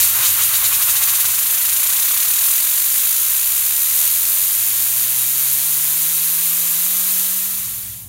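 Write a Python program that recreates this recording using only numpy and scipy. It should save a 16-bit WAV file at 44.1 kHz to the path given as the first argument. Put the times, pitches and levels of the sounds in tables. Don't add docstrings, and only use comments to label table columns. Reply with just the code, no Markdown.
import sys
import numpy as np
from scipy import signal
from scipy.fft import rfft, irfft
from scipy.io import wavfile

SR = 44100
rng = np.random.default_rng(int(sys.argv[2]) if len(sys.argv) > 2 else 0)


def to_wav(s):
    ch = np.atleast_2d(s).T
    pcm = np.round(np.clip(ch, -1, 1) * 32767)
    wavfile.write(sys.argv[1], SR, pcm.astype(np.int16))


N = 356328
TIME_S = np.arange(N) / SR
BIN_HZ = np.fft.rfftfreq(N, 1 / SR)


def undb(db):
    return 10 ** (np.asarray(db) / 20)


def unit(x):
    return x / np.sqrt(np.mean(x ** 2))


def over_bins(hz, values):
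    return np.interp(np.log(np.maximum(BIN_HZ, 1)), np.log(hz), values)


def noise_spectrum(points):
    return rfft(rng.standard_normal(N)) * undb(over_bins(*np.transpose(points)))


def walk(rate_hz):
    return unit(irfft(rfft(rng.standard_normal(N)) / (1 + (BIN_HZ / rate_hz) ** 2), N))


def fade(start_s=7.19, length_s=.96):
    return np.clip(1 - (TIME_S - start_s) / length_s, 0, 1)


def motor(wander_rad=.22, start_db=-43.3, sink_db_per_s=6, floor_db=-66, end_db=-41.5):
    # (frequency [Hz], density [dB])
    rumble = [(20, -38), (30, -24), (40, -17), (53, 6), (72, -7), (100, 2), (135, -10.5), (200, -11.5),
              (400, -31), (1000, -25), (4000, -70)]
    # (frequency [Hz], relative level [dB])
    tones = [(102.6, -5), (119.3, -6.5)]
    drone = undb(-1.2) * unit(irfft(noise_spectrum(rumble), N))
    for hz, db in tones:
        phase = 2 * np.pi * hz * TIME_S + wander_rad * walk(1.5)
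        drone += np.sqrt(2) * undb(db) * np.sin(phase)
    sinking = undb(start_db - sink_db_per_s * TIME_S) + undb(floor_db)
    return drone * (sinking * fade() + undb(end_db) * (1 - fade()))


def crossing_rate_hz():
    # (time [s], crossing rate [Hz])
    spin_up = [(0.0, 3.18), (0.25, 4.59), (1.2, 18.34), (1.42, 26.19), (1.65, 26.34), (2.4, 39.36),
               (3.0, 52.6), (3.6, 68.5), (4.0, 78.6), (4.8, 110.6), (5.4, 133.0), (6.0, 152.0),
               (6.55, 167.5), (7.05, 179.4), (7.55, 188.7), (8.08, 195.4)]
    return np.interp(TIME_S, *np.transpose(spin_up))


def arm_hum(crossings, rate_hz, base_db=-45.9, db_per_octave=4.8, onset_hz=28, waver_db=1.0):
    # (order [x crossing rate], level [dB])
    harmonics = [(1, 3), (2, -7.5), (3, -13), (4, -15), (5, -15), (6, -12), (7, -11), (8, -23), (9, -19),
                 (10, -17)]
    # (frequency [Hz], gain [dB])
    radiation = [(20, -10), (40, -1), (110, -1.5), (210, 0), (400, -2), (530, 5), (615, 0), (700, 6.5),
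                 (800, 1.5), (1100, 4.5), (1600, 4)]
    phase = 2 * np.pi * (crossings - .11)
    pushes = 0
    for order, db in harmonics:
        radiated_db = np.interp(order * rate_hz, *np.transpose(radiation))
        drift_db = waver_db * np.log(1 + order) * walk(12)
        pushes += undb(db + radiated_db + drift_db) * np.cos(order * phase)
    growth_db = db_per_octave * np.log2(rate_hz / rate_hz.max())
    onset = 1 / (1 + (onset_hz / rate_hz) ** 5)
    return np.sqrt(2) * pushes * undb(base_db + growth_db) * onset


def hollow_colour():
    # (centre [Hz], width [Hz], gain [dB])
    peaks = [(2480, 130, 1.7), (3830, 185, 3.5), (4480, 190, 1.9), (4940, 280, -4), (5630, 190, -2.5),
             (6120, 530, 2.5), (7050, 720, 4), (7720, 660, -2.5), (8160, 380, -2), (9610, 680, 2.5),
             (10450, 400, -4.5), (10950, 700, 2), (12130, 560, 2.5), (13200, 640, 2.5), (14500, 680, 4)]
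    return undb(sum(db / (1 + (2 * (BIN_HZ - hz) / width_hz) ** 2) for hz, width_hz, db in peaks))


def nozzle_aim_db():
    # (time [s], half-width [s], hiss [dB], midrange [dB])
    swells = [(.01, 0.048, 2, -2), (.27, .05, 1, -.3), (1.05, 0.11, 0.6, 0.1), (1.48, 0.079, -0.7, -0.5),
              (2.15, 0.21, 0.3, 0.9), (2.52, 0.074, 1.5, -0.2), (2.98, 0.049, 1, -0.1),
              (4.03, .09, 1.7, -0.2), (4.45, 0.068, 1, 0)]
    return sum(np.outer(heights_db, np.exp(-.5 * ((TIME_S - at_s) / width_s) ** 2))
               for at_s, width_s, *heights_db in swells)


def arm_impact_db(rate_hz, slow_db=3.5, fast_db=-3, midpoint_hz=29):
    slowness = 1 / (1 + (rate_hz / midpoint_hz) ** 2.1)
    return fast_db + (slow_db - fast_db) * slowness


def jet(crossings, rate_hz, base_db=-14, sag_db_per_s=.1458, gust_db=.2, eddy_db=.28, flicker_db=.51):
    # (frequency [Hz], density [dB])
    hiss = [(150, -28), (300, -30), (410, -28.5), (530, -24.5), (800, -22), (1050, -15), (1700, -14.5),
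            (3200, -11.5), (5500, -12), (8500, -5.5), (12000, -3), (15600, -5)]
    # (band [Hz], crest [crossings], height [dB], width [crossings], lift [dB per dB of impact])
    swish_bands = [(300, -.15, 3, .2, .8), (650, -.17, 5.5, .2, 1.1), (1220, -.27, 8, .18, 1.4),
                   (1750, -.16, 5, .2, .9), (2500, -.1, 4.9, .18, .8), (3900, -.01, 5.4, .13, .6),
                   (6600, .02, 5.6, .14, .3), (9400, .07, 3.5, .16, .15), (13000, .08, 1.6, .2, 0)]
    spectrum = noise_spectrum(hiss) * hollow_colour()
    spectrum /= np.std(irfft(spectrum, N))
    swell_db, midrange_db = nozzle_aim_db()
    impact_db = arm_impact_db(rate_hz) + midrange_db
    depth = 1 + .05 * impact_db
    turbulence_db = gust_db * walk(16) + eddy_db * walk(170)
    band_hz = np.transpose(swish_bands)[0]
    chopped = 0
    for (_, crest, height_db, width, lift), selector in zip(swish_bands, np.eye(len(swish_bands))):
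        band = irfft(spectrum * over_bins(band_hz, selector), N)
        offset = np.sin(np.pi * (crossings - crest)) / np.pi
        nearness = np.exp(-.5 * (offset / width) ** 2)
        swish = unit(undb(height_db * depth * (nearness - nearness.mean())))
        chopped += band * swish * undb(lift * impact_db + flicker_db * walk(37))
    return chopped * undb(base_db - sag_db_per_s * TIME_S + swell_db + turbulence_db)


def scene():
    rate_hz = crossing_rate_hz()
    crossings = np.cumsum(rate_hz) / SR - .03
    spinner = jet(crossings, rate_hz) + arm_hum(crossings, rate_hz)
    mono = spinner * fade() + motor()
    return np.array([mono, mono])


def record(dry, low_cut_hz=44, top_hz=15750):
    highpass = signal.butter(4, low_cut_hz, "highpass", fs=SR, output="sos")
    lowpass = signal.ellip(12, .1, 80, top_hz, fs=SR, output="sos")
    return signal.sosfilt(lowpass, signal.sosfilt(highpass, dry))


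dry = scene()
out = record(dry)
to_wav(out)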